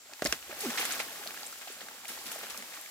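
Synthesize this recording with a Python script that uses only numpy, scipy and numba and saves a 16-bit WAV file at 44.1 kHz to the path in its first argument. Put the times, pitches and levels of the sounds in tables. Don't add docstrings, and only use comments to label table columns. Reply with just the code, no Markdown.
import sys
import numpy as np
from scipy import signal
from scipy.io import wavfile
from scipy.ndimage import uniform_filter1d
from numba import njit

SR = 44100
rng = np.random.default_rng(int(sys.argv[2]) if len(sys.argv) > 2 else 0)


def convert_level_to_amplitude(level_db):
    exponent = np.asarray(level_db, float) / 20
    return 10 ** exponent


def master(y):
    cut = np.clip(np.atleast_2d(y).T, -1, 1)
    pcm = np.round(cut * 32767)
    wavfile.write(sys.argv[1], SR, pcm.astype(np.int16))


N = 127890

# [t/s, level/dB, bass against treble/dB]
SOIL_FALL = [(0, -61.5, -3.5), (.13, -53.5, 2), (.2, -50, -22), (.3, -40.5, -9), (.4, -49, -7.5),
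             (.56, -45.5, -6.5), (.66, -39, -1), (.8, -38, -1.5), (.95, -38.5, -3), (1.05, -43, -2),
             (1.45, -45, -4), (1.6, -46.5, -12), (1.8, -48.5, -1.5), (2.03, -49.5, -3), (2.15, -44.5, -7),
             (2.45, -44.5, -1.5), (2.65, -46, -4.5), (2.9, -47.5, -13)]
# [f/Hz, level per Hz/dB]
SOIL_COLOUR = [(120, -8.5), (250, -4.5), (800, -2.5), (1000, -7), (1600, -4), (3500, -5.5), (8000, -7.5),
               (9200, -13), (15500, -3.5)]
PORT_LAG_S, PORT_SPREAD_S = -.00011, .00008
SNAP_RISE = 0.66


def read(table, x, col=1, log=False):
    rows = np.array(table, float)
    if log:
        return np.interp(np.log(x), np.log(rows[:, 0]), rows[:, col])
    return np.interp(x, rows[:, 0], rows[:, col])


def unit(x):
    return x / np.sqrt(np.mean(x ** 2))


def band(x, hz, width_hz):
    hz = min(hz, .42 * SR)
    return signal.lfilter(*signal.iirpeak(hz, max(hz / width_hz, .3), fs=SR), x)


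def walk(rate):
    hold = int(SR / rate)
    steps = np.repeat(rng.standard_normal(N // hold + 1), hold)
    return unit(uniform_filter1d(uniform_filter1d(steps, hold), hold)[:N])


def wide(hz, count):
    mid, side = rng.standard_normal((2, count))
    share = 0.088 + 1 / (1 + (2900 / hz) ** 2)
    return (mid + np.sqrt(share) * side * np.array([[1], [-1]])) / np.sqrt(1 + share)


def coloured(spectrum, flicker_db):
    out = 0
    for hz in 30 * 2 ** np.arange(0, 9.1, .4):
        level = convert_level_to_amplitude(read(spectrum, hz, log=True) + flicker_db * walk(24))
        out = out + level * band(wide(hz, N), hz, hz / 3)
    return unit(out)


@njit
def rings(count, at, hz, cycles, size, lag, rise):
    out = np.zeros((2, count))
    for g in range(len(at)):
        s = hz[g] / SR * (2j * np.pi - np.log(1000) / 3 / cycles[g])
        turn, rise_decay = np.exp(s), np.exp(-hz[g] / SR / rise)
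        for c in range(2):
            start = at[g] + (.5 - c) * lag[g]
            i = int(np.ceil(start))
            z, wait = size[g] * np.exp(s * (i - start)), 1.
            for n in range(max(i, 0), min(count, i + int(3 * cycles[g] * SR / hz[g]))):
                out[c, n] += z.imag * (1 - wait)
                z *= turn
                wait *= rise_decay
    return out


def swell(t, at, peak_s):
    age = np.maximum(t - at, 0) / peak_s
    return age * np.exp(1 - age)


def forest():
    # [f/Hz, level per Hz/dB]
    leaf_colour = [(88, -56), (150, -30), (404, -15), (6600, -1), (7270, -37), (15500, -7)]
    leaf_db, insect_db, insect_hz, insect_width_hz = -57.5, -59, 7360, 830
    insects = band(wide(insect_hz, N), insect_hz, insect_width_hz)
    insects = unit(band(insects, insect_hz, insect_width_hz))
    return convert_level_to_amplitude(leaf_db) * coloured(leaf_colour, 0.62) + convert_level_to_amplitude(insect_db + 0.5 * walk(5.5)) * insects


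def rumble(t):
    # [t/s, level/dB, fade/s]
    tugs = [
        (.22, -60, 0.044),
        (.46, -73, 0.047),
        (.62, -68, 0.028),
        (.78, -72.5, 0.09),
        (1.0, -93, 0.068),
        (2.08, -79.5, 0.055),
        (2.5, -74, 0.03),
    ]
    rumble_hz, width_hz, floor_db = 67.6, 60, -82.5
    mid, side = (unit(band(band(rng.standard_normal(N), rumble_hz, width_hz), rumble_hz, width_hz))
                 for _ in range(2))
    size = convert_level_to_amplitude(floor_db) + sum(convert_level_to_amplitude(db) * swell(t, at, fade) for at, db, fade in tugs)
    return size * (mid * np.array([[.85], [1.15]]) + 0.43 * side * np.array([[1], [-1]]))


def crumbs(count, scatter_db):
    place, pitch, chance = rng.random((count, 3)).T
    extra = np.minimum(rng.exponential(size=count), 7.3)
    direction = rng.standard_normal(count)
    hz = 100 * 150 ** (pitch ** .6)
    scatter = scatter_db * extra / (1 + (hz / 5000) ** 2)
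    size = convert_level_to_amplitude(read(SOIL_COLOUR, hz, log=True) + scatter) * hz ** 1.153 * np.sign(chance - .5)
    lag = (PORT_LAG_S + PORT_SPREAD_S * direction) * SR
    return rings(N, place * N, hz, 2.56 * (.5 + chance), size, lag, 0.25)


def shower(t):
    dust_db, flicker_db, split_hz = -1.5, 1.0, 1200
    soil = unit(crumbs(count=40000, scatter_db=3)) + convert_level_to_amplitude(dust_db) * coloured(SOIL_COLOUR, flicker_db)
    low = signal.sosfilt(signal.butter(1, split_hz, fs=SR, output="sos"), soil)
    high = soil - low
    level_db, coarse_db = read(SOIL_FALL, t), read(SOIL_FALL, t, col=2)
    return unit(high) * convert_level_to_amplitude(level_db) + low / np.std(high) * convert_level_to_amplitude(level_db + coarse_db)


def pebbles(t):
    count, middle_hz, spread, cycles, level_db = 1200, 1305, 0.507, 6.0, -5
    place, chance = rng.random((count, 2)).T
    pitch_draw, direction = rng.standard_normal((count, 2)).T
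    pitch = np.exp(spread * pitch_draw)
    size = convert_level_to_amplitude(-4.5 * np.log(chance + .06)) * np.sqrt(pitch)
    lag = (PORT_LAG_S + PORT_SPREAD_S * direction / 2) * SR
    taps = rings(N, place * N, middle_hz * pitch, np.full(count, cycles), size, lag, SNAP_RISE)
    return unit(taps) * convert_level_to_amplitude(read(SOIL_FALL, t) + read(SOIL_FALL, t, col=2) + level_db)


def snaps(rows, t, delay_s, crack_db, tail_db, tail_s, rise):
    rows = np.array(rows, float)
    at, db, hz = rows[:, 0] + delay_s, rows[:, 1], rows[:, 2]
    cycles = rows[:, 3] if rows.shape[1] > 3 else np.full(len(at), 5.0)
    lag = PORT_LAG_S * SR * np.minimum(2500 / hz, 1)
    out = rings(N, at * SR, hz, cycles, convert_level_to_amplitude(db), lag, rise)
    crack_hz, crack_width_hz, crack_s = 6000, 4300, 0.00073
    age = t[:2000]
    for a, d, f in zip((at * SR).astype(int), db, hz):
        crack = unit(band(wide(1800.0, len(age)), crack_hz, crack_width_hz))
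        crack = crack * np.exp(-age / crack_s) * convert_level_to_amplitude(crack_db)
        tail = unit(band(wide(f, len(age)), f, 0.93 * f))
        tail = tail * np.exp(-age / tail_s * (f / 1500) ** 0.66) * convert_level_to_amplitude(tail_db)
        out[:, a:a + len(age)] += (convert_level_to_amplitude(d) * (crack + tail))[:, :N - a]
    return out


def thin_roots_and_twigs(t):
    # [t/s, peak level/dB, ring f/Hz]
    thin_roots = [(.069, -53, 600), (.093, -44.5, 626), (.121, -44, 660), (.125, -48, 400),
                  (.134, -31.5, 2450), (.192, -36, 960), (.193, -36, 1960), (.203, -46, 790),
                  (.287, -33, 600), (.297, -47, 1600), (.425, -40, 1430), (.4255, -32, 2600),
                  (.479, -42, 570), (.492, -37, 373), (.504, -47, 455), (.51, -33, 1420),
                  (.513, -26.5, 2500), (.524, -33, 600), (.526, -32, 1650), (.555, -44, 2100),
                  (.597, -38, 1600), (.735, -32, 1700), (.774, -19, 1820), (.787, -21, 5700),
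                  (.801, -31, 1520), (.84, -30, 1990), (.853, -29, 1590), (.898, -26, 1860),
                  (.907, -25, 1500), (.995, -22, 2400), (1.0003, -16, 2300), (1.006, -23, 2660),
                  (.999, -26.5, 625)]
    # [t/s, peak level/dB, ring f/Hz]
    litter_ticks = [(1.26, -32.5, 650), (1.273, -18.5, 4300), (1.306, -26.5, 2400), (1.373, -28, 1640),
                    (1.43, -35, 810), (1.342, -31.5, 1370), (1.431, -24, 4600), (1.105, -36.5, 695),
                    (1.76, -42, 1700), (1.91, -38, 860), (2.155, -38, 2650), (2.174, -35.5, 918),
                    (2.241, -41, 1140), (2.411, -33, 1360), (2.601, -31.5, 2150), (2.723, -32.5, 1750),
                    (2.86, -30.5, 2220), (1.526, -30, 1370), (1.619, -40, 1570), (1.672, -34.5, 724),
                    (1.699, -40.5, 402), (1.884, -26.5, 1560), (2.045, -37, 850), (2.053, -27, 2380),
                    (2.08, -22, 6550), (2.314, -36, 1480), (2.358, -30, 630), (2.437, -35.5, 810),
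                    (2.466, -30.5, 1610), (2.544, -29.5, 1210), (2.575, -23.5, 5560), (2.623, -25, 2140),
                    (2.772, -33, 1110)]
    return snaps(thin_roots + litter_ticks, t, delay_s=0.001185, crack_db=-22.5, tail_db=-15,
                 tail_s=.005, rise=SNAP_RISE)


def flicks(t):
    # [t/s, fade/s, level/dB, centre f/Hz, width over centre]
    leaf_flicks = [(.135, 0.0017, -32.5, 5460, 0.64), (.591, .004, -35, 12000, 1),
                   (.604, 0.019, -36, 8700, 1), (0.763, .0008, -24, 11000, 0.72),
                   (.795, 0.022, -34, 11500, 0.67), (.852, .006, -29.5, 8600, .9),
                   (0.922, 0.0037, -28.5, 7060, .5), (0.926, .004, -30, 8350, .4),
                   (0.949, .003, -34, 12500, .3), (1.407, .0015, -36, 11100, .5),
                   (1.462, .012, -38, 8000, .3), (1.5247, 0.0043, -41, 7300, 0.98),
                   (1.722, 0.011, -42.5, 9000, .3), (2.0475, .002, -39.5, 7800, 0.57),
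                   (2.0805, 0.041, -41, 10100, 1), (2.2386, .002, -40, 14000, .4),
                   (2.264, .02, -45, 11000, 0.7), (2.314, .014, -36.5, 11500, 0.73),
                   (2.35, .004, -38, 10000, .7), (2.3888, .002, -33, 12500, 0.79),
                   (2.498, .012, -52, 10000, .9), (2.573, 0.01, -37, 9600, 1),
                   (2.747, .015, -50, 11000, .9), (2.8113, 0.0028, -35.5, 10900, .7)]
    rise_s = 0.00049
    out, age = np.zeros((2, N)), t[:6000]
    for at, fade, db, hz, width in leaf_flicks:
        a = int(at * SR)
        hiss = unit(band(band(wide(hz, len(age)), hz, width * hz), hz, width * hz))
        shape = (1 - np.exp(-age / rise_s)) * np.exp(-age / fade)
        out[:, a:a + len(age)] += (convert_level_to_amplitude(db) * hiss * shape)[:, :N - a]
    return out


def thick_roots(t):
    # [t/s, peak level/dB, ring f/Hz, decay/cycles]
    wood_rings = [(.2212, -16.5, 1530, 3.8), (.2212, -25, 4530, 7.9), (.222, -20, 594, 4),
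                  (.2212, -22.5, 350, 1.2), (.2442, -17, 6270, 4.2), (.2511, -13.5, 7140, 6.5),
                  (.2512, -17, 302, 1.6), (.2555, -36, 7000, 5), (.2584, -17, 1750, 3.6),
                  (.2592, -19.5, 604, 4), (.2603, -14, 5000, 9.3), (.2625, -17, 2070, 5.3),
                  (.2685, -17, 5040, 4.7), (.2708, -9.5, 4450, 0.53), (.307, -21, 5100, 1.1),
                  (.3252, -10, 5600, 7.1), (.3256, -14.5, 1560, 2.9), (.3257, -14, 2590, 5),
                  (.3268, -25, 347, 1.84)]
    return snaps(wood_rings, t, delay_s=0, crack_db=-19.5, tail_db=-16.0, tail_s=0.0055, rise=0.25)


def swishes(t):
    # [t/s, fade/s, level/dB, centre f/Hz]
    handfuls = [(0.252, 0.027, -35.5, 3320), (0.327, 0.018, -35.5, 1580), (0.49, 0.16, -46.5, 666),
                (0.703, 0.0044, -28, 1850), (0.602, 0.072, -36, 6960), (0.772, 0.09, -31, 2270),
                (0.852, 0.0044, -31, 2500), (0.906, 0.044, -36, 4050), (0.992, 0.021, -32, 1780),
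                (1.266, 0.021, -44, 2980), (1.671, 0.072, -45, 2640), (1.612, 0.02, -42.5, 1520),
                (1.806, 0.016, -40.5, 1730), (2.079, 0.071, -42, 6000), (2.088, 0.031, -43, 1400),
                (2.257, 0.053, -41.5, 3160), (2.312, 0.05, -42.5, 6000), (2.429, 0.025, -39.5, 1510),
                (2.498, 0.022, -37, 4470), (2.732, 0.056, -44, 2010)]
    out, rain = np.zeros((2, N)), unit(crumbs(count=30000, scatter_db=3))
    for at, fade, db, hz in handfuls:
        a = int(at * SR)
        age = t[:min(N - a, int(.3 * SR))]
        shape = (1 - np.exp(-age / 0.04 / fade)) * np.exp(-age / fade)
        fall = unit(band(rain[:, a:a + len(age)], hz, 2.33 * hz))
        out[:, a:a + len(age)] += convert_level_to_amplitude(db) * shape * fall
    return out


def thuds(t):
    # [t/s, level/dB, thud f/Hz, ring/s]
    clods = [
        (0.253, -43, 305, 0.033),
        (0.327, -54, 346, 0.022),
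        (0.491, -57, 314, 0.11),
        (0.79, -50, 258, 0.057),
        (1.27, -51, 210, 0.038),
        (1.815, -58, 240, 0.079),
        (2.096, -52.5, 257, 0.057),
        (2.25, -55.5, 250, 0.18),
        (2.577, -55.5, 241, 0.13),
    ]
    out = np.zeros((2, N))
    for at, db, hz, ring in clods:
        out += convert_level_to_amplitude(db) * unit(band(wide(hz, N), hz, 0.43 * hz)) * swell(t, at, ring / 8)
    return out


def heave(t):
    age, heave_hz, level_db, half_s = t - .295, 57, -48, 0.023
    pulse = np.exp(-(age / half_s) ** 2) * np.sin(2 * np.pi * heave_hz * age)
    return convert_level_to_amplitude(level_db) * pulse * np.array([[.85], [1.15]])


def twang(t):
    # [t/s, pitch f/Hz, level/dB]
    slackening = [
        (.632, 442.7, -53),
        (.643, 425, -41),
        (.652, 395, -41),
        (.658, 373, -28.5),
        (.665, 279, -39),
        (.676, 238, -39.5),
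        (.7, 232, -42),
        (.716, 232, -65),
    ]
    octave_db, rough_db = -13, 3.5
    phase = 2 * np.pi * np.cumsum(read(slackening, t)) / SR
    on = (t > slackening[0][0]) & (t < slackening[-1][0])
    octave = convert_level_to_amplitude(octave_db) * (t > slackening[3][0]) * np.sin(2 * phase)
    level = convert_level_to_amplitude(read(slackening, t, col=2) + rough_db * walk(300))
    return np.sqrt(2) * on * level * (np.sin(phase) + octave)


def litter_colour(air):
    # [f/Hz, width/Hz, share added]
    hollow_bands = [(238, 38, 0.35), (600, 20, 0.13), (810, 27, 0.3), (1370, 31, 0.25), (1650, 30, 0.27),
                    (1834, 26, 0.21), (2100, 40, 0.19)]
    dip_hz, dip_width_hz, dip_share = 967, 126, 0.43
    added = sum(share * band(air, hz, width) for hz, width, share in hollow_bands)
    return air - dip_share * band(air, dip_hz, dip_width_hz) + added


def scene():
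    t = np.arange(N) / SR
    air = forest() + shower(t) + pebbles(t) + thin_roots_and_twigs(t) + flicks(t)
    air = air + thick_roots(t) + swishes(t) + thuds(t) + twang(t)
    low_cut = signal.butter(3, 145, "high", fs=SR, output="sos")
    return signal.sosfilt(low_cut, litter_colour(air)) + rumble(t) + heave(t)


def low_pass(x):
    return signal.sosfilt(signal.butter(12, 15520, fs=SR, output="sos"), x)


def record(dry):
    treble_pan_db, bass_pan_db = 1.9, -1.0
    dry = signal.sosfilt(signal.ellip(8, .2, 60, 15900, fs=SR, output="sos"), dry)
    low = signal.sosfiltfilt(signal.butter(3, 6500, fs=SR, output="sos"), dry)
    side = np.array([[.5], [-.5]])
    mix = low * convert_level_to_amplitude(bass_pan_db * side) + (dry - low) * convert_level_to_amplitude(treble_pan_db * side)
    return low_pass(mix)


dry = scene()
out = record(dry)
master(out)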